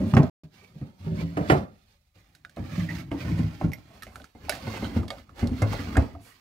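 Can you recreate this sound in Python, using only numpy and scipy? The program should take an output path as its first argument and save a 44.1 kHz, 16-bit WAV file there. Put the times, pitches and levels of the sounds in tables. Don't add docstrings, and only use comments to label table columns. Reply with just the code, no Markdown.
import sys
import numpy as np
from scipy import signal
from scipy.fft import rfft, irfft, next_fast_len
from scipy.io import wavfile
from scipy.ndimage import uniform_filter1d, map_coordinates

SR = 44100
rng = np.random.default_rng(int(sys.argv[2]) if len(sys.argv) > 2 else 0)


def transcribe(u):
    v = np.clip(np.atleast_2d(u).T, -1, 1)
    q = np.round(v * 32767).astype(np.int16)
    wavfile.write(sys.argv[1], SR, q)


def linear_from_db(decibels):
    return 10 ** (np.asarray(decibels, float) / 20)


N = 282636
TOP_HZ = 15750

# [f/Hz, width/Hz, level/dB]
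WIDE = [(88.7, 44.3, -1), (126.4, 30, -3.5), (161, 35.8, -2), (213, 56, -2), (280, 14, -4),
        (379.7, 16, -10.5), (528, 32, -19.5), (610.5, 21, -16.5)]
UPPER = [(64.7, 19, -2.5), (101.4, 57, 3.5), (173.5, 47, 3), (240.8, 60, -2), (307.5, 77, -5),
         (429, 21, -19.5), (740, 31, -28)]
LOWER = [(73.5, 9.8, 5.5), (105, 17, 3.5), (133.7, 96, -4), (232, 90.4, -1.5), (285, 18, -0.5),
         (351, 85, -16.5), (507, 29, -20), (803, 21, -18)]
TURNS = [
    0,
    2.1,
    3.95,
    6.5,
]
# [t/s, weight on runners level/dB, sliding speed level/dB]
WIDE_STROKES = [
    [(0, -18, -61.5), (.08, -26, -57.5), (.118, -31, -48), (.135, -20.5, -59), (.24, -25.5, -58.5),
     (.286, -35, -61), (.3, -50.5, -62)],
    [(.435, -43.5, -65.5), (.49, -64.5, -78), (.55, -57, -59.5), (.62, -54.5, -62), (.733, -56.5, -70.5),
     (.8, -48, -66), (.86, -41, -68), (.978, -58.5, -73.5)],
    [(1.0, -57, -62.5), (1.068, -34, -58), (1.14, -27, -61.5), (1.21, -25.5, -45.5), (1.26, -37.5, -58),
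     (1.336, -40.5, -62.5), (1.43, -26, -55), (1.47, -38, -52.5), (1.49, -28, -43.5)],
    [(1.58, -25.5, -51), (1.64, -35, -65), (1.708, -51.5, -76), (1.774, -61.5, -70.5), (1.866, -69, -71),
     (1.94, -72, -69), (1.98, -78, -82), (2.14, -85, -78)],
]
UPPER_STROKES = [
    [(2.155, -66, -62.5), (2.297, -64.5, -69), (2.42, -63, -73.5), (2.465, -59.5, -72),
     (2.56, -63.5, -63.5)],
    [(2.6, -30, -58), (2.694, -42, -49.5), (2.812, -37, -42), (2.86, -45, -47.5), (2.9, -35, -45.5),
     (2.996, -34, -46), (3.06, -43.5, -63.5), (3.105, -45.5, -68.5)],
    [(3.125, -32, -58), (3.209, -36.5, -44), (3.3, -26.5, -49.5), (3.395, -30, -46), (3.5, -38.5, -52.5),
     (3.6, -47, -56), (3.65, -23.5, -53), (3.698, -28.5, -70), (3.74, -48, -71)],
    [(3.78, -50.5, -61.5), (3.968, -54.5, -63), (4.015, -55, -62.5), (4.05, -47, -62), (4.238, -51, -63),
     (4.322, -73, -71.5), (4.34, -80, -72)],
]
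LOWER_STROKES = [
    [(4.355, -55, -67), (4.437, -44, -58), (4.54, -39.5, -42.5), (4.6, -46, -50.5), (4.75, -37, -42.5),
     (4.85, -36.5, -47), (4.928, -35, -55), (4.972, -27, -47), (5.075, -37.5, -82)],
    [(5.135, -47.5, -57.5), (5.2, -46.5, -56), (5.263, -58, -71), (5.34, -48.5, -71.5)],
    [(5.36, -54, -57.5), (5.415, -35, -43.5), (5.435, -21.5, -63), (5.5, -30.5, -64), (5.6, -35.5, -46.5),
     (5.66, -32.5, -55), (5.734, -30, -41), (5.84, -33.5, -47.5), (5.945, -31.5, -49.5)],
    [(6.03, -26.5, -54), (6.122, -48.5, -60), (6.19, -51.5, -69), (6.28, -59, -56.5), (6.409, -70.5, -64.5)],
]
# [t/s, peak level/dB, main ring f/Hz, ring t60/s, hardness (knock over ring) level/dB]
WIDE_BUMPS = [(0.012, -25, 262.6, 0.083, -10), (0.04, -31.5, 280, 0.12, -6.5),
              (0.136, -7.5, 141.7, 0.11, -11.5), (0.172, -7.5, 207.6, 0.042, -13.5),
              (0.167, -3.5, 129.7, 0.06, -10), (0.189, -5, 144.6, 0.14, -25.5),
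              (0.229, -13, 245.7, 0.083, -12), (0.44, -37, 154.5, 0.15, -17.5),
              (0.755, -35.5, 143.6, 0.086, -42), (0.813, -24, 139, 0.12, -16), (1.001, -36, 95, 0.35, -22),
              (1.063, -22, 163.1, 0.91, -15), (1.223, -21.5, 167.3, 0.46, -24.5),
              (1.369, -18.5, 161, 0.051, -4), (1.374, -20.5, 301, 0.26, -2),
              (1.409, -16.5, 145.3, 0.048, -10.5), (1.499, -16.5, 325, 0.045, 7.5),
              (1.501, -14.5, 293.4, 0.085, -21), (1.518, -11, 142.3, 0.18, -2.5)]
UPPER_BUMPS = [(2.156, -49.5, 94, 0.26, -9.5), (2.569, -29.5, 240, 0.46, -4), (2.583, -28, 96, 0.22, -11),
               (2.719, -27.5, 160, 0.22, -43), (2.778, -16.5, 178.4, 0.2, -23),
               (2.817, -21.5, 163.3, 0.59, -38), (3.114, -20.5, 285, 0.22, -6.5),
               (3.141, -21, 282, 0.14, -22), (3.247, -23, 164.5, 0.61, -11.5),
               (3.314, -18, 164.5, 0.27, -40), (3.392, -14.5, 159.5, 0.1, -18.5),
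               (3.429, -17.5, 158.9, 0.25, -34), (3.611, -24.5, 157, 0.24, -4),
               (3.641, -14.5, 164, 0.13, -16.5)]
LOWER_BUMPS = [(4.07, -37, 72, 0.065, -27), (4.349, -41, 232, 0.093, -3.5), (4.668, -24, 225, 0.24, -6),
               (4.647, -32.5, 133, 0.14, -24), (4.738, -40, 86.5, 0.15, 11), (4.824, -19.5, 223, 0.15, -8),
               (4.858, -31, 225, 0.19, -11), (4.963, -15, 225.7, 0.099, -13), (4.982, -18, 80.5, 0.17, -25),
               (5.425, -12.5, 238.7, 0.15, -15), (5.513, -17.5, 251.6, 0.19, -26),
               (5.619, -14, 105, 0.31, -5.5), (5.74, -27, 79.6, 0.2, -2), (5.954, -28.5, 181, 0.17, -4),
               (5.967, -17.5, 148.7, 0.064, 0.5), (5.984, -10.5, 70, 0.13, -30),
               (5.975, -7.5, 264, 0.048, -36), (6.14, -35.5, 79, 0.27, -21)]
# [f/Hz, level/dB, t60/s]
FRONTS = [
    [(384, -4, 0.33), (588, -19, 5.0), (1080, -23, 5.0), (1270, -11, 5.0), (1450, -18.5, 0.094),
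     (1834, -18, 0.22), (2500, -18, 0.21), (2640, -26.5, 0.096), (2930, -33, 0.22)],
    [(302, 4, 0.15), (700, -9, 0.15), (835, -5, 0.021), (1250, -19, 0.1), (1570, -8, 0.033),
     (2148, -8.5, 0.059), (2300, -31, 0.082), (2550, 0.5, 0.011)],
    [(553, -2.5, 0.036), (746, -7.5, 0.16), (1160, -18, 0.049), (1670, -29, 0.19), (2110, -6, 0.091),
     (2530, -21, 0.19), (2800, -49, 0.13), (3210, -54, 0.121)],
]
# [f/Hz, width/Hz]
BOARDS = [
    [(610, 50), (974, 100), (1400, 65), (2370, 470), (2920, 120), (3360, 150), (3660, 110), (4360, 490)],
    [(790, 31), (1910, 75), (2200, 120), (2400, 160)],
    [(1000, 60), (1310, 490), (1820, 90), (2150, 580), (2880, 47), (4330, 200)],
]
# [f/Hz, level/dB per Hz]
GRIND = [(180, -36), (300, -6.5), (461, -8.5), (1000, -16), (2170, -17.5), (4490, -19.5), (9290, -28),
         (15500, -21.5)]
# [f/Hz, level/dB per Hz]
BLOW = [(180, -15), (300, 4.5), (478, 3), (800, -4), (1100, -10.5), (2480, -26.5), (3600, -40),
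        (16000, -54)]
# [t/s, length/s, f/Hz, level/dB]
SQUEAKS = [(1.174, 0.06, 2300, -48.5), (.53, 0.18, 2330, -62), (1.34, 0.072, 1800, -58),
           (1.44, .06, 1600, -45), (1.463, 0.078, 810, -45), (2.794, 0.032, 2000, -51),
           (2.876, 0.053, 1940, -37), (3.2, 0.035, 2400, -49), (3.1, 0.058, 900, -45.5),
           (3.3, 0.034, 2210, -50.5), (2.7, 0.077, 573, -56.5), (4.759, 0.028, 810, -40.5),
           (4.659, .07, 1000, -47.5), (4.735, 0.069, 2430, -48.5), (4.741, 0.027, 3020, -48.5),
           (4.83, 0.048, 1400, -43.5), (4.835, 0.043, 3090, -44), (4.83, 0.038, 4090, -49.5),
           (5.723, 0.027, 870, -35), (5.739, 0.032, 4100, -50.5), (5.753, 0.07, 1900, -48),
           (6.09, .045, 2000, -62.5), (6.28, .08, 1910, -68), (5.35, 0.095, 800, -50.5),
           (5.37, 0.08, 330, -45), (3.355, .06, 550, -47), (3.27, .05, 870, -50), (.6, 0.078, 400, -60),
           (3.848, 0.18, 653, -58)]
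# [t/s, peak level/dB, clank f/Hz, wood over clank level/dB, tinkle over clank level/dB]
PULLS = [(2.3497, -51.5, 1550, -22, 9), (2.4489, -37.5, 1510, -21, -11), (2.495, -49.5, 1560, -17, 2),
         (2.5627, -53.5, 1030, -2, 9), (2.9839, -40, 2200, -26.5, 0.5), (3.7183, -37.5, 2160, -5, -7),
         (3.7334, -34, 2040, -18.5, -4.5), (4.0225, -35, 1720, -23, -3), (4.032, -38.5, 1280, -30, 5),
         (4.157, -30, 1410, -15.5, -9.5), (4.1994, -44, 1490, -3.5, -10.5), (4.2423, -40, 1400, -34, -1),
         (4.4943, -26.5, 1570, 0.5, 10.5), (4.523, -26, 1770, -21, -11), (4.551, -46, 1710, 12, 13),
         (5.031, -36.5, 1190, -2, -25), (5.0802, -41.5, 1180, -12.5, 6.5), (5.1034, -34, 1176, 4, -1),
         (5.1827, -41.5, 1220, -14, -7.5), (5.293, -42, 1310, -15, -40.5), (5.472, -52.5, 1300, 11, 16.5),
         (4.067, -41.5, 2120, -0.5, -9.5)]
# [f/Hz, level/dB, t60/s]
PLATE = [(2150, -2, .15), (3950, -3, .05), (4700, -5, .05), (5650, -3, .1), (11900, -8, .05)]
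# [f/Hz, level/dB, t60/s]
FRONT_CLACK = [(1490, -10, 0.11), (3700, -15, 0.041), (5150, -26, 0.057)]
UPPER_CLACK = [(2120, 2.5, 0.036), (4450, -33, .08), (5600, -10.5, 0.054), (9577, -10.5, 0.018),
               (11800, -16, 0.12), (13230, -2.5, 0.024)]
GRASP_CLACK = [(1310, 3.5, .06), (1780, -4, .06), (3900, -15, 0.029), (5400, -9, 0.039),
               (8118, -7.5, 0.042), (10300, -11, .04), (12110, -4, .06)]
JERK_CLACK = [(650, -0.5, .06), (1473, -5, 0.064), (2270, -2.5, 0.054), (2670, 1, .022), (3940, -16, 0.12),
              (5055, -10.5, 0.077), (5530, -17, .06), (10270, 4.5, 0.019), (11420, -18.5, 0.033)]
DROP_CLACK = [(550, 1, 0.14), (1200, -5.5, 0.12), (1770, 3, .025), (2200, -3.5, 0.086), (3280, 2, 0.026),
              (3700, -2.5, 0.063), (4240, -8, 0.037), (4740, 0.5, 0.037)]
# [t/s, level/dB, modes]
CLACKS = [
    (2.4491, -36, FRONT_CLACK),
    (3.7183, -49.5, UPPER_CLACK),
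    (3.7334, -35.5, UPPER_CLACK),
    (4.023, -44.5, GRASP_CLACK),
    (4.03, -46, GRASP_CLACK),
    (4.4943, -23.5, JERK_CLACK),
    (5.0815, -47.5, DROP_CLACK),
    (5.1033, -34.5, DROP_CLACK),
    (5.1833, -55, DROP_CLACK),
]
# [t/s, level/dB, f/Hz, t60/s]
TICKS = [(.137, -28, 1030, 0.028), (.149, -41.5, 5400, 0.021), (.167, -24.5, 1390, 0.057),
         (.168, -29.5, 2100, 0.044), (.203, -26, 890, 0.036), (.231, -45.5, 5200, 0.018),
         (1.37, -28, 780, 0.065), (1.498, -26.5, 2500, 0.041), (1.499, -21.5, 1790, 0.07),
         (1.513, -29, 1040, 0.068), (2.449, -37, 1520, 0.023), (3.115, -44.5, 2664, .03),
         (3.612, -28.5, 750, 0.038), (4.157, -43, 10900, 0.0089), (4.218, -47.5, 3400, 0.012),
         (4.243, -45.5, 1450, 0.015), (4.485, -31.5, 790, 0.034), (5.2944, -51, 1120, .05),
         (5.472, -39.5, 4430, 0.018), (5.619, -31, 600, 0.034), (5.619, -37.5, 6000, 0.036),
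         (5.624, -44.5, 10400, 0.022), (7, -38, 2180, .02), (5.953, -31, 1450, .04),
         (5.968, -21.5, 1650, .025), (5.969, -38, 7080, 0.029), (6.149, -47, 1200, 0.027),
         (6.149, -46, 680, 0.17), (6.286, -57, 1200, .037)]
# [t/s, length/s, level/dB]
RUSTLES = [
    (.055, .08, -59.5),
    (4.034, 0.24, -66.5),
    (6.197, .16, -61.5),
]
# [f/Hz, t60/s]
ROOM = [(100, 0.37), (500, 0.26), (2000, 0.085), (8000, 0.067), (15000, 0.1)]
# [f/Hz, left minus right level/dB]
PORTS = [(60, 2), (200, -1), (500, -1), (1290, -5.5), (2380, -10.5), (4400, -10.5), (8120, -2.5),
         (15000, -3.5)]
# [f/Hz, left lead/rad]
LEAD = [(0, 0), (500, .3), (1200, 1.2), (2200, 1.5), (16000, 1.7)]
# [t/s, extra lag of the left port/ms]
TURNING = [
    (.8, -0.0012),
    (1.05, -0.2),
    (1.9, -0.19),
    (2.1, .04),
]
# [start t/s, end t/s]
GAP = (.2985, 0.435)


def unit(x):
    return x / np.sqrt(np.mean(x ** 2) + 1e-20)


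def decay(t, t60):
    return linear_from_db(-60 * t / t60)


def noise(*shape):
    return rng.standard_normal(shape)


def along(points, hz):
    f, v = np.transpose(points)
    return np.interp(np.log(hz + 1), np.log(f + 1), v)


def filtered(x, response):
    n = x.shape[-1]
    m = next_fast_len(n + 8192)
    return irfft(rfft(x, m) * response(np.fft.rfftfreq(m, 1 / SR)), m)[..., :n]


def band(lo_hz, hi_hz):
    return lambda f: 1 / np.sqrt((1 + (lo_hz / (f + 1)) ** 6) * (1 + (f / hi_hz) ** 6))


def panels(modes):
    def response(f):
        total = 0
        for k, (centre, width, db) in enumerate(modes):
            damping = 1j * f * width
            total = total + (-1) ** k * linear_from_db(db) * damping / (centre * centre - f * f + damping)
        return total
    return response


def wobble(rate):
    return map_coordinates(noise(N // 100), [np.arange(N) * rate / SR])


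def slips(rate, spread_db):
    moment, sign, size = rng.random((3, N))
    return (moment < rate / SR) * np.sign(sign - .5) * linear_from_db(-spread_db * np.log(size + 0.013))


def add_at(out, s, sound):
    out[round(s * SR):][:len(sound)] += sound


def in_hand(s):
    return np.searchsorted(TURNS, s) - 1


def drawers():
    t = np.arange(N) / SR
    return [(m, (t >= a) & (t < b)) for m, a, b in zip((WIDE, UPPER, LOWER), TURNS, TURNS[1:])]


def per_drawer(levels_db):
    return sum(db * on for db, (_, on) in zip(levels_db, drawers()))


def handling():
    s, *columns = np.concatenate(WIDE_STROKES + UPPER_STROKES + LOWER_STROKES).T
    return [np.interp(np.arange(N) / SR, s, column) for column in columns]


def hush():
    weight_db = handling()[0]
    grip = linear_from_db(-70)
    level = linear_from_db(0.91 * weight_db + per_drawer((-33.5, -18.5, -14))) + grip
    level = level * linear_from_db(3.6 * wobble(1.6))
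    rumble = level * unit(filtered(noise(N), band(25, 77)))
    hiss = linear_from_db(-81.5) * filtered(noise(2, N), band(300, 20000))
    return rumble + hiss


def room(x):
    out, hop = np.zeros((2, N + 2 * SR)), SR // 3
    colour = [(100, -20.0), (300, -12.5), (700, -4.0), (1500, -5.0), (8000, -3.0)]  # f/Hz, level/dB
    padded = np.pad(x, (hop, 2 * hop))
    for i in range(0, N + hop, hop):
        hz, t, z = signal.stft(noise(2, SR // 3), SR, nperseg=256)
        fading = decay(t, along(ROOM, hz)[:, None]) + decay(t, .04)
        tail = signal.istft(z * fading, SR, nperseg=256)[1]
        piece = padded[i:i + 2 * hop] * np.hanning(2 * hop)
        answer = signal.fftconvolve(piece[None], tail / np.linalg.norm(tail[0]), axes=1)
        out[:, i + 60:][:, :answer.shape[1]] += answer
    return filtered(out[:, hop:hop + N], lambda f: linear_from_db(along(colour, f)))


def rustles():
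    t = np.arange(N) / SR
    level = sum(linear_from_db(db) * np.sin(np.pi * np.clip((t - s) / length, 0, 1)) for s, length, db in RUSTLES)
    return level * linear_from_db(2.5 * wobble(36)) * unit(filtered(noise(N), band(7000, 14000)))


def squeaks():
    out = np.zeros(N)
    for s, length, hz, db in SQUEAKS:
        n = round(length * SR)
        rough = noise(n) * np.repeat(linear_from_db(rng.normal(0, 3.7, n)), 128)[:n]
        chatter = unit(filtered(rough, panels([(hz, .06 * hz, 0), (hz, 700, -13)])))
        out[round(s * SR):][:n] += linear_from_db(db) * np.hanning(n) ** 0.84 * chatter
    return out


def clacks():
    out, t = np.zeros(N + SR), np.arange(SR // 7) / SR
    rise = 1 - np.exp(-t / .0004)
    for s, db, modes in CLACKS:
        ring = np.zeros(len(t))
        for hz, level, t60 in modes:
            tone = decay(t, t60) * np.sin(2 * np.pi * hz * t)
            rattle = unit(filtered(noise(len(t)), panels([(hz, 0.3 * hz, 0)])))
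            ring += linear_from_db(level) * (tone + 0.49 * decay(t, 0.014) * rattle)
        add_at(out, s, linear_from_db(db) * ring * rise)
    for s, db, hz, t60 in TICKS:
        resonance = panels([(hz, 0.009 * hz ** 1.5, 0)])
        rattle = unit(filtered(noise(len(t)), lambda f: resonance(f) ** 2))
        tick = np.sin(2 * np.pi * hz * t) + 1.2 * rattle
        add_at(out, s, linear_from_db(db) * decay(t, t60) * tick * rise)
    return out[:N]


def pulls():
    out, t = np.zeros(N + SR), np.arange(SR // 6) / SR
    rise = 1 - np.exp(-t / .0004)
    for s, db, hz, wood_db, bright_db in PULLS:
        clank = sum(np.sin(2 * np.pi * hz * k * t) for k in rng.normal(1, 0.04, size=3))
        clank *= 0.48 * decay(t, 0.032)
        metal = unit(filtered(noise(len(t)), panels([(hz, 0.082 * hz, 0)])))
        clank += 0.3 * metal * decay(t, 0.031 * (hz / 1000) ** 2)
        tick = unit(filtered(noise(len(t)), band(920, 3800)))
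        clank += (0.4 * decay(t, 0.0043) + 0.057 * decay(t, 0.039)) * tick

        front = panels([(627, 140, 7.0), (822, 120, -4.5)])
        knock = decay(t, 0.19) * unit(filtered(noise(len(t)), front))

        high_hz = 4130 * np.exp(rng.normal(0, 0.04))
        tinkle = 0.77 * np.sin(2 * np.pi * high_hz * t) + np.sin(2 * np.pi * 4.8 * high_hz * t)
        tinkle *= decay(t, 0.0053)
        for c, level, t60 in PLATE:
            tone = np.sin(2 * np.pi * c * rng.normal(1, 0.0079) * t)
            tinkle += 0.043 * linear_from_db(level + rng.normal(0, 2.4)) * decay(t, t60) * tone
        spray = filtered(noise(len(t)), lambda f: band(1700, 20000)(f) * (.5 + band(1700, 5500)(f)))
        tinkle += (0.56 * decay(t, 0.022) + 0.12 * decay(t, 0.19)) * spray

        tap = linear_from_db(db - 2.5) * clank + linear_from_db(db + wood_db - 5) * knock + linear_from_db(db + bright_db - 1.5) * tinkle
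        add_at(out, s, tap * rise)
    return out[:N]


def blow_noise(n, lo_hz, hi_hz):
    return unit(filtered(noise(n), lambda f: linear_from_db(along(BLOW, f)) * band(lo_hz, hi_hz)(f)))


def panel_ring(t, s, hz, t60, hard_db):
    ring = np.sin(2 * np.pi * hz * t) * decay(t, t60)
    for c, w, level in (WIDE, UPPER, LOWER)[in_hand(s)]:
        dull_db = 0.11 * min(hard_db, 0) * max(np.log2(c / hz), 0)
        mode_amp = linear_from_db(level + dull_db + rng.normal(0, 4.0))
        ring += 0.34 * mode_amp * decay(t, t60) * np.sin(2 * np.pi * c * t + rng.normal(0, 1.0))
    ring *= -(1 - np.exp(-t / (0.002 * linear_from_db(-.2 * hard_db))))
    ring = np.pad(ring, (round(.002 * SR), 0))[:len(t)]
    return ring / np.abs(ring).max()


def front_knock(t, s, knock_db, hard_db):
    knock = blow_noise(len(t), 330, 950) * (0.37 * decay(t, 0.045) + 0.44 * decay(t, 0.27))
    for c, level, t60 in FRONTS[in_hand(s)]:
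        tone = decay(t, min(t60, .1)) * np.sin(2 * np.pi * c * t)
        knock += linear_from_db(-5.5 + level + rng.normal(0, 2.1)) * tone
    upper_wood = blow_noise(len(t), 950, 2800) * (0.45 * decay(t, 0.047) + 0.15 * decay(t, 0.3))
    knock += linear_from_db(0.28 * (knock_db + 16.5)) * upper_wood
    rise_s = 0.00072 * linear_from_db(-hard_db)
    return knock * (1 - np.exp(-t / rise_s))


def bumps():
    out, t = np.zeros(N + SR), np.arange(SR // 4) / SR
    for s, db, hz, t60, hard_db in WIDE_BUMPS + UPPER_BUMPS + LOWER_BUMPS:
        knock_db = db + hard_db
        crack_db = 1.31 * knock_db - 8
        ring = panel_ring(t, s, hz, t60, hard_db)
        knock = front_knock(t, s, knock_db, hard_db)
        crack = blow_noise(len(t), 2800, 20000) * (decay(t, 0.008) + 0.3 * decay(t, 0.11))
        crack *= 1 - np.exp(-t / 0.0011)
        add_at(out, s, linear_from_db(db) * ring + linear_from_db(knock_db - 2.5) * knock + linear_from_db(crack_db + 1.5) * crack)
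    return out[:N]


def drumming(judder):
    weight_db = handling()[0]
    kicks = unit(slips(rate=130, spread_db=2)) + .9 * noise(N)
    drum = sum(on * unit(filtered(kicks, panels(modes))) for modes, on in drawers())
    return linear_from_db(weight_db - 3.0 + 1.9 * judder) * drum


def grinding(judder):
    weight_db, speed_db = handling()
    grind_db = 0.34 * weight_db + (1 - 0.34) * speed_db - 1
    dust_db = 0.74 * speed_db + per_drawer((-18.5, -21.5, -20))
    grit = unit(slips(rate=500, spread_db=2.2)) + 1.7 * noise(2, N)
    grit = grit * linear_from_db(.9 * judder + .9 * wobble(70))

    hz, s, z = signal.stft(grit, SR, nperseg=1024)
    field = uniform_filter1d(noise(*z.shape[1:]), size=3, axis=0)
    field = uniform_filter1d(field, size=4, axis=1)
    depth_db = along([(300, 4.6), (1500, 2.6), (4000, 1.5), (9000, 0.74)], hz)[:, None]
    travel = np.interp(s * SR, np.arange(N), unit(uniform_filter1d(judder, size=SR // 8)))
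    moved_hz = hz[:, None] * np.exp(0.027 * travel)
    for board, start, end in zip(BOARDS, TURNS, TURNS[1:]):
        now = (s >= start) & (s < end)
        tones = panels([(c, w, 0) for c, w in board])(moved_hz[:, now])
        z[..., now] *= 1 + 0.7 * np.abs(tones)
    grit = signal.istft(z * linear_from_db(unit(field) * depth_db), nperseg=1024)[1][:, :N]
    grit = filtered(grit, lambda f: linear_from_db(along(GRIND, f)))

    grind = linear_from_db(grind_db - 5.5) * unit(filtered(grit, band(400, 1500)))
    scrape = linear_from_db(speed_db - 5.5) * unit(filtered(grit, band(1500, 6000)))
    dust = linear_from_db(dust_db - 5.5) * unit(filtered(grit, band(6000, 20000)))
    return grind + scrape + dust


def rubbing():
    judder = wobble(24)
    return drumming(judder) + grinding(judder)


def scene():
    wood = rubbing() + squeaks() + bumps()
    metal = pulls() + rustles() + clacks()
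    t = np.arange(N) / SR
    wood = np.where(t < TURNS[1], filtered(wood, band(62, TOP_HZ)), wood)

    lead = lambda f: np.exp(1j * np.interp(f, *np.transpose(LEAD)) * [[.5], [-.5]])
    left, right = filtered(wood + metal, lead)
    shift = np.interp(t, *np.transpose(TURNING)) * SR / 2000
    direct = [map_coordinates(left, [np.arange(N) - shift]), map_coordinates(right, [np.arange(N) + shift])]
    return direct + room(wood[1] + linear_from_db(-7) * metal) + hush()


def band_limit(x):
    return signal.sosfilt(signal.butter(12, 17010, fs=SR, output="sos"), x)


def record(dry):
    def ports(f):
        return linear_from_db(along(PORTS, f) * [[.5], [-.5]]) * band(45, 30000)(f) * (f < TOP_HZ)
    heard = filtered(dry, ports)
    t = np.arange(N) / SR
    sounding = np.clip(np.maximum(GAP[0] - t, t - GAP[1]) / 0.00067, 0, 1)
    return band_limit(heard * sounding)


dry = scene()
out = record(dry)
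transcribe(out)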